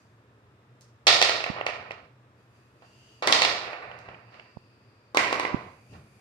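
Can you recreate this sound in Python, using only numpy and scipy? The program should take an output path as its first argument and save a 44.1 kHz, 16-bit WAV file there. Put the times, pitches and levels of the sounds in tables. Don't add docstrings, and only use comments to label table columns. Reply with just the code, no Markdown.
import sys
import numpy as np
from scipy import signal
from scipy.fft import rfft, irfft
from scipy.io import wavfile
from scipy.ndimage import uniform_filter1d

SR = 44100
rng = np.random.default_rng(int(sys.argv[2]) if len(sys.argv) > 2 else 0)


def voltage_ratio(decibels):
    exponent = np.asarray(decibels, float) / 20
    return 10 ** exponent


def transcribe(u):
    v = np.clip(np.atleast_2d(u).T, -1, 1)
    q = np.round(v * 32767).astype(np.int16)
    wavfile.write(sys.argv[1], SR, q)


N = 273640
TIME = np.arange(N) / SR

# start_s, peak_db, knock_over_thud_db, crack_over_thud_db, room_share_db (low when close to
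MARBLE_BLOWS = [(1.069, -3.5, 4, 9, 2.5), (1.08, -5.5, 1, 4.5, -3.5), (1.127, -11, 4.5, 10, -1.5),
                (1.215, -4.5, 3.5, 5.5, -7), (1.225, -3.5, 3, 8.5, -4), (1.294, -10.5, -1, 1, -9),
                (1.404, -24.5, 4, -14, -14.5), (1.44, -17, 6.5, -3.5, -10.5), (1.463, -19.5, -2, -8.5, -4),
                (1.564, -27, -7, -22, 2.5), (1.585, -31.5, 1, -22.5, -4), (1.611, -18, -2.5, -22.5, -15),
                (1.665, -14, 3, -3.5, -5), (1.689, -23, -2.5, -10, -14.5), (1.757, -35, -12, -7, -16),
                (1.908, -25.5, 2, -10, -9.5), (1.917, -29, -1.5, -3, -6.5),
                (2.822, -39, -8.5, -10.5, -3), (3.224, -16, -6, -6.5, -0.5), (3.324, -2.5, 4.5, 10, -2.5),
                (3.351, -16.5, 0, -1, 0), (3.419, -6.5, 3.5, 6, -2), (3.449, -9, 3, 1.5, -7.5),
                (3.678, -29, -1, -24, -2.5), (3.731, -26.5, -1, -11, -4.5), (3.914, -33.5, 3, -7, -7),
                (4.087, -31, -3, -14.5, -4.5), (4.144, -39.5, 2, -16, -13), (4.321, -46.5, -5, -6, 6.5),
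                (4.341, -42, 3, -2, 0.5), (4.396, -37, 10, -2, -7), (5.931, -45.5, -6, -7, 7)]
TUB_BLOWS = [
    (3.273, -7, -1, 7, -5),
    (3.278, -13, -8, -21, -1),
    (3.284, -15.5, -8, -22, -9.5),
    (5.147, -14.5, -17, -7.5, -5),
    (5.171, -4.5, 0, 0.5, -5),
    (5.327, -9, -7.5, -6, -8.5),
    (5.397, -13, -5.5, -3, -8),
    (5.432, -19.5, -7.5, -21, -5.5),
    (5.45, -15, -5.5, -14, -7.5),
]
CLINKS = [
    (0.81, -41, 12, 31.5, -6.5),
    (3.989, -44, 19, 18, -8),
]
# start_s, length_s, level_db, loss_over_run_db, brightness_db
ROLLS = [
    (1.237, 0.35, -38, 18, 4),
    (1.762, 0.3, -41.5, 29, -8),
    (3.413, 0.68, -38.5, 10, -7.5),
    (4.146, 0.34, -61, -0.5, -4.5),
    (5.206, 0.67, -36.5, 46, 3),
]

# pitch_hz, width_hz, level_db
BOARD_THUD = [(440, 258, -3.5), (696, 267, 1.33), (1040, 970, 1.5)]
LAMINATE_KNOCK = [(1913, 730, -2.5), (2664, 532, -1)]
GLASS_CRACK = [(3283, 810, -1.5), (4300, 1950, 4.5), (7500, 18000, -18.5), (12030, 7700, -32)]
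GLASS_PING = [(5383, 2800, 12), (8010, 4700, -9.5), (12000, 4000, -12)]
TUB_PARTS = [
    [(285, 353, -0.5), (695, 560, 4), (1067, 198, -2.5)],
    [(2027, 300, 0.3), (2360, 650, 3)],
    [(3540, 2900, 4), (5200, 5200, -8.5), (7820, 6800, -9.5), (13500, 5200, -30)],
]

# start_s, pressure_db
SLIDES = [
    [(0.0, 2), (0.15, -10), (0.25, -24)],
    [(2.4, -12.5), (2.49, -20), (2.56, -8.5), (2.75, -16.5), (2.86, -4), (3.1, 0.5), (3.21, -3)],
    [(3.75, -4.5), (4.05, -3.5), (4.25, -6), (4.33, -0.5), (4.41, 0.5), (4.66, -4), (5.12, -7.5)],
    [(5.55, -4.5), (5.79, -8.5), (5.88, -7.5), (5.93, 0), (6.03, -9.5), (6.2, -8.5)],
]
# squeak_hz, squeak_db, whistle_db, hiss_db, fine_hiss_db
SLIDE_VOICES = [(2440, -77, -77.5, -76.5, -89), (2880, -63, -68, -70, -81.5), (2730, -69, -69, -84, -96),
                (2720, -62, -67.5, -68.5, -78)]
# pitch_hz, width_hz
RUB = [(4700, 520), (6200, 2800), (10500, 4500)]
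# start_s, end_s, start_db, end_db
DRAGS = [
    (2.5, 2.75, -92, -92),
    (4.55, 4.95, -91, -92),
    (5.65, 6.2, -83.5, -77),
]
# pitch_hz, width_hz, level_db
WEAVE = [(8530, 900, -4), (10900, 1000, -3)]
# start_s, level_db, fade_db_per_s
BOOMS = [(1.09, -49.5, 24.5), (1.5, -48.5, 60), (1.66, -55.5, 18), (3.28, -47, 24), (3.87, -54.5, 58.5),
         (4.09, -52, 104), (5.18, -52.5, 10), (5.54, -47, 54.5), (5.929, -45, 97)]
# start_s, peak_db, pitch_hz, nail_db
TAPS = [
    (1.5, -25, 192, -28),
    (4.57, -36.5, 153, -21.5),
    (5.544, -16, 220, -36),
]

# pitch_hz, decay_s (to -60 dB)
ROOM_T60 = [(250, 0.84), (660, 0.82), (1740, 0.65), (4500, 0.66), (8000, 0.5), (14000, 0.42)]
# pitch_hz, level_db
ROOM_COLOUR = [(250, -2), (700, -3.46), (1500, 6.5), (2500, -0.36), (4500, 3.5), (8000, 2.5), (14000, -4.5)]
# pitch_hz, level_db (per Hz)
AIR = [(18, -70), (30, -38), (124, -8), (149, -30.5), (184, -16.5), (336, -22.5), (374, -23.5), (461, -13),
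       (616, -27.5), (1220, -24.5), (1590, -28.5), (2120, -32.5), (16000, -61)]
# pitch_hz, likeness (-1 to 1)
LIKENESS = [(60, 0.95), (180, 0.95), (550, 1), (1650, -0.072), (4970, 0.055), (15000, 0.43)]
# pitch_hz, left_over_right_db
PORTS = [(60, -6), (150, -4.5), (380, 2.5), (950, -5.5), (2380, -7.5), (5980, -2), (15000, 8.5)]

BENDING_S = 0.0016
WALL_S = 0.034
ECHO_DB, ECHO_FOLLOWS = -17, 0.36
ROOM_HARDER = 1.03
ROLL_ATTACK_S, ROLL_RELEASE_S = 0.056, 0.03
SQUEAK_HZ_PER_DB, FINE_FOLLOWS = 35.5, 0.4
BOOM_RISE_DB_PER_S, BOOM_LASTS_S = 397.5, 0.42
AIR_DB = -52.5
HUM_HZ, HUM_WIDTH_HZ, HUM_DB = 119, 10, -62
RIGHT_LAG = 10
GATE_DB, TREBLE_GATE_DB = -55, -59.5
FIZZ_DB, FIZZ_KNEE_DB = -55, -32
FIZZ_HOLD_S = 0.012
CUTOFF_HZ = 16000


def at_hz(points, hz):
    table_hz, value = np.transpose(points)
    return np.interp(np.log(hz), np.log(table_hz), value)


def rms_one(x):
    return x / np.sqrt(np.mean(x ** 2) + 1e-20)


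def butter(x, order, hz, kind="low"):
    return signal.sosfilt(signal.butter(order, hz, kind, fs=SR, output="sos"), x)


def resonate(x, hz, width_hz):
    r = np.exp(-np.pi * width_hz / SR)
    feedback = [1, -2 * r * np.cos(2 * np.pi * hz / SR), r * r]
    return signal.lfilter(np.array([1, 0, -1]) * (1 - r * r) / 2, feedback, x + 1e-18)


def resonate_twice(x, hz, width_hz):
    return resonate(resonate(x, hz, width_hz), hz, width_hz)


def body(clicks, modes):
    out = 0
    for k, (hz, width, db) in enumerate(modes):
        gain = voltage_ratio(db) * SR / (2 * np.pi * width)
        out = out + (-1) ** k * gain * resonate(clicks, hz, width)
    return out


def bending(x):
    size = x.shape[-1]
    hz = np.clip(np.fft.rfftfreq(size, 1 / SR), 3000, None)
    delay_s = BENDING_S * (np.sqrt(10000 / hz) - 1.2)
    phase = -2 * np.pi * np.cumsum(delay_s) * SR / size
    return irfft(rfft(x) * np.exp(1j * phase), size)


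def blows(table, parts, contact_hz):
    near, far, size = np.zeros((2, N + 4096)), np.zeros((3, N + 4096)), 2048
    luck = rng.random((len(table), 2, 2, 4))
    click = signal.unit_impulse(size, 64)
    pushes = [butter(click, 2, hz) for hz in contact_hz]
    thud, knock, crack = [bending(body(push, modes)) for push, modes in zip(pushes, parts)]
    thud = np.roll(thud, -75)
    for k, (s, db, knock_db, crack_db, share_db) in enumerate(table):
        start, wall = round(s * SR) - 64, round((s + WALL_S) * SR)
        mix_db = np.array([0, knock_db, crack_db])
        spread = voltage_ratio(ROOM_HARDER * mix_db)
        room_feed = spread @ [thud, knock, crack] / np.linalg.norm(spread)
        far[k % 3, start:start + size] += voltage_ratio(db + share_db) * room_feed
        low, mid, high = voltage_ratio(mix_db)[:, None] * [thud, knock, crack]
        hard = mid + high
        pair = np.zeros((2, size))
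        for side in range(2):
            echoes = 0
            for when, sign in zip(*luck[k, side]):
                lag = int(when * 0.0025 * SR) + 12
                echoes = echoes + np.sign(sign - 0.5) * 0.5 * np.roll(hard, lag)
            pair[side] = low + hard + echoes
        pair /= np.abs(pair[0] + np.roll(pair[1], RIGHT_LAG)).max() / 2
        near[:, start:start + size] += voltage_ratio(db - 1) * pair
        near[:, wall:wall + size] += voltage_ratio(db + ECHO_DB + ECHO_FOLLOWS * share_db) * pair[::-1]
    return near[:, :N], far[:, :N]


def rolling():
    sizes = voltage_ratio(4.7 * np.minimum(rng.exponential(1, N), 5)) * rng.choice([-1, 1], N)
    clicks = sizes * (rng.random(N) < 400 / SR)
    dull = rms_one(body(clicks, BOARD_THUD))
    bright = rms_one(body(clicks, LAMINATE_KNOCK) + voltage_ratio(-12.5) * body(clicks, GLASS_CRACK))
    out = np.zeros(N)
    for s, length, db, loss_db, bright_db in ROLLS:
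        t = TIME - s
        edges = np.interp(t, [-ROLL_ATTACK_S, 0, length, length + ROLL_RELEASE_S], [0, 1, 1, 0])
        level = voltage_ratio(db - 3 - loss_db * np.clip(t / length, 0, 1))
        out += edges * level * (dull + voltage_ratio(bright_db) * bright)
    return out


def bands(length):
    edges = 30 * 2 ** np.arange(0, 9.6, 0.5)
    white = rng.standard_normal((2, 2, length))
    for k, (low, high) in enumerate(zip(edges, edges[1:])):
        mid, side = butter(white[k % 2], 2, [low, high], "band")
        hz = np.sqrt(low * high)
        alike = np.clip(at_hz(LIKENESS, hz), -1, 1)
        yield hz, np.sqrt(1 + alike) * mid + np.sqrt(1 - alike) * side * [[1], [-1]]


def room(x):
    t = TIME[:SR]
    lumps = np.repeat(np.clip(rng.standard_normal(SR // 20 + 1), -2, 2), 20)[:SR]
    grain = voltage_ratio(3 * lumps * np.exp(-t / 0.43))
    tail = 0
    for hz, noise in bands(SR):
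        tail = tail + voltage_ratio(at_hz(ROOM_COLOUR, hz) - 60 * t / at_hz(ROOM_T60, hz)) * noise
    tail = tail * grain * np.clip(t / 0.005 - 0.2, 0, 1)
    tail = tail / np.sqrt(np.sum(tail ** 2) / 2)
    return signal.fftconvolve(x[None], tail, axes=1)[:, :N]


def slides():
    noise = rng.standard_normal((4, 2, N))
    slow = butter(noise[2:], 1, 90)
    whistle, hiss, fine = [rms_one(resonate_twice(noise[k], *RUB[k])) for k in range(3)]
    out = np.zeros((2, N))
    for rows, (hz, squeak_db, whistle_db, hiss_db, fine_db) in zip(SLIDES, SLIDE_VOICES):
        s, db = np.transpose(rows)
        press_db = np.interp(TIME, s, db)
        touch = np.interp(TIME, [s[0] - 0.06, s[0], s[-1], s[-1] + 0.02], [0, 1, 1, 0])
        phase = 2 * np.pi * np.cumsum(hz + SQUEAK_HZ_PER_DB * np.maximum(press_db, -9)) / SR
        squeak = rms_one(slow[0] * np.cos(phase) + slow[1] * np.sin(phase))
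        rub = voltage_ratio(squeak_db) * squeak + voltage_ratio(whistle_db) * whistle + voltage_ratio(hiss_db) * hiss
        out += touch * (voltage_ratio(press_db) * rub + voltage_ratio(fine_db + FINE_FOLLOWS * press_db) * fine)
    return out


def drags():
    noise = rng.standard_normal((2, 2, N))
    sing = sum(voltage_ratio(db) * rms_one(resonate_twice(n, hz, width)) for n, (hz, width, db) in zip(noise, WEAVE))
    pull = np.zeros(N)
    for start, end, start_db, end_db in DRAGS:
        pull += np.interp(TIME, [start - 0.05, start, end, end + 0.05], [0, voltage_ratio(start_db), voltage_ratio(end_db), 0])
    return sing * pull


def thuds():
    low = resonate(resonate(rng.standard_normal(N), 86, 90), 73, 280)
    level = np.zeros(N)
    for s, db, fade in BOOMS:
        t = TIME - s
        rise_db = (BOOM_RISE_DB_PER_S + fade) * np.minimum(t, 0)
        stop_db = BOOM_RISE_DB_PER_S * np.maximum(t - BOOM_LASTS_S, 0)
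        level = np.maximum(level, voltage_ratio(db - fade * t + rise_db - stop_db))
    return level * rms_one(low)


def taps():
    out = np.zeros(N)
    for s, db, hz, nail_db in TAPS:
        for part_db, part_hz in [(7, hz), (nail_db + 30, 680)]:
            turns = (TIME - s - 0.0015) * part_hz
            out += voltage_ratio(db + part_db) * np.cos(2 * np.pi * turns) * np.exp(-(turns / 0.51) ** 2)
    return out * voltage_ratio(np.array([[-28], [0]]))


def background():
    air = rms_one(sum(voltage_ratio(at_hz(AIR, hz)) * noise for hz, noise in bands(N)))
    hum = rms_one(resonate(resonate(rng.standard_normal(N), HUM_HZ, HUM_WIDTH_HZ), HUM_HZ, 30))
    return voltage_ratio(AIR_DB - 8.5) * air + voltage_ratio(HUM_DB) * hum


def suppress(x):
    low = signal.sosfiltfilt(signal.butter(2, 5500, fs=SR, output="sos"), x)
    out = 0
    for band, gate_db in [(low, GATE_DB), (x - low, TREBLE_GATE_DB)]:
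        power = uniform_filter1d(np.mean(band ** 2, axis=0), size=1024)
        out = out + band * (0.15 + 0.85 * power / (power + voltage_ratio(gate_db) ** 2))
    return out


def scene():
    sets = [blows(MARBLE_BLOWS, [BOARD_THUD, LAMINATE_KNOCK, GLASS_CRACK], [2200, 4000, 7000]),
            blows(TUB_BLOWS, TUB_PARTS, [2500, 4000, 8000]),
            blows(CLINKS, [BOARD_THUD, LAMINATE_KNOCK, GLASS_PING], [2000, 4000, 14000])]
    direct, spots = [sum(part) for part in zip(*sets)]
    roll = rolling()
    spots[0] += voltage_ratio(-11) * roll
    wet = voltage_ratio(12) * sum(room(x) for x in spots)
    floor = direct + wet + voltage_ratio(-13) * roll
    floor = butter(floor, 2, 300, "high")
    hz = np.maximum(np.fft.rfftfreq(N, 1 / SR), 1)
    ports = voltage_ratio(at_hz(PORTS, hz) * [[0.5], [-0.5]])
    floor = suppress(irfft(rfft(floor) * ports, N))
    left, right = floor + slides() + drags() + thuds() + background()
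    return np.array([left, np.roll(right, RIGHT_LAG)]) + taps()


def band_limit(x):
    return signal.sosfilt(signal.butter(12, 16640, fs=SR, output="sos"), x)


def record(dry):
    above_bass = butter(dry, 2, 800, "high")
    keep = np.exp(-1 / (FIZZ_HOLD_S * SR))
    power = signal.lfilter([1 - keep], [1, -keep], np.mean(above_bass ** 2, axis=0))
    fizz = butter(rng.standard_normal(dry.shape), 4, [8500, 15400], "band")
    fizz = voltage_ratio(FIZZ_DB) * fizz * (power / (power + voltage_ratio(FIZZ_KNEE_DB) ** 2)) ** 3.5
    mix = np.clip(butter(dry + fizz, 2, 50, "high"), -0.9, 0.9)
    mix = signal.sosfilt(signal.cheby2(12, 60, CUTOFF_HZ + 500, fs=SR, output="sos"), mix)
    return band_limit(mix)


dry = scene()
out = record(dry)
transcribe(out)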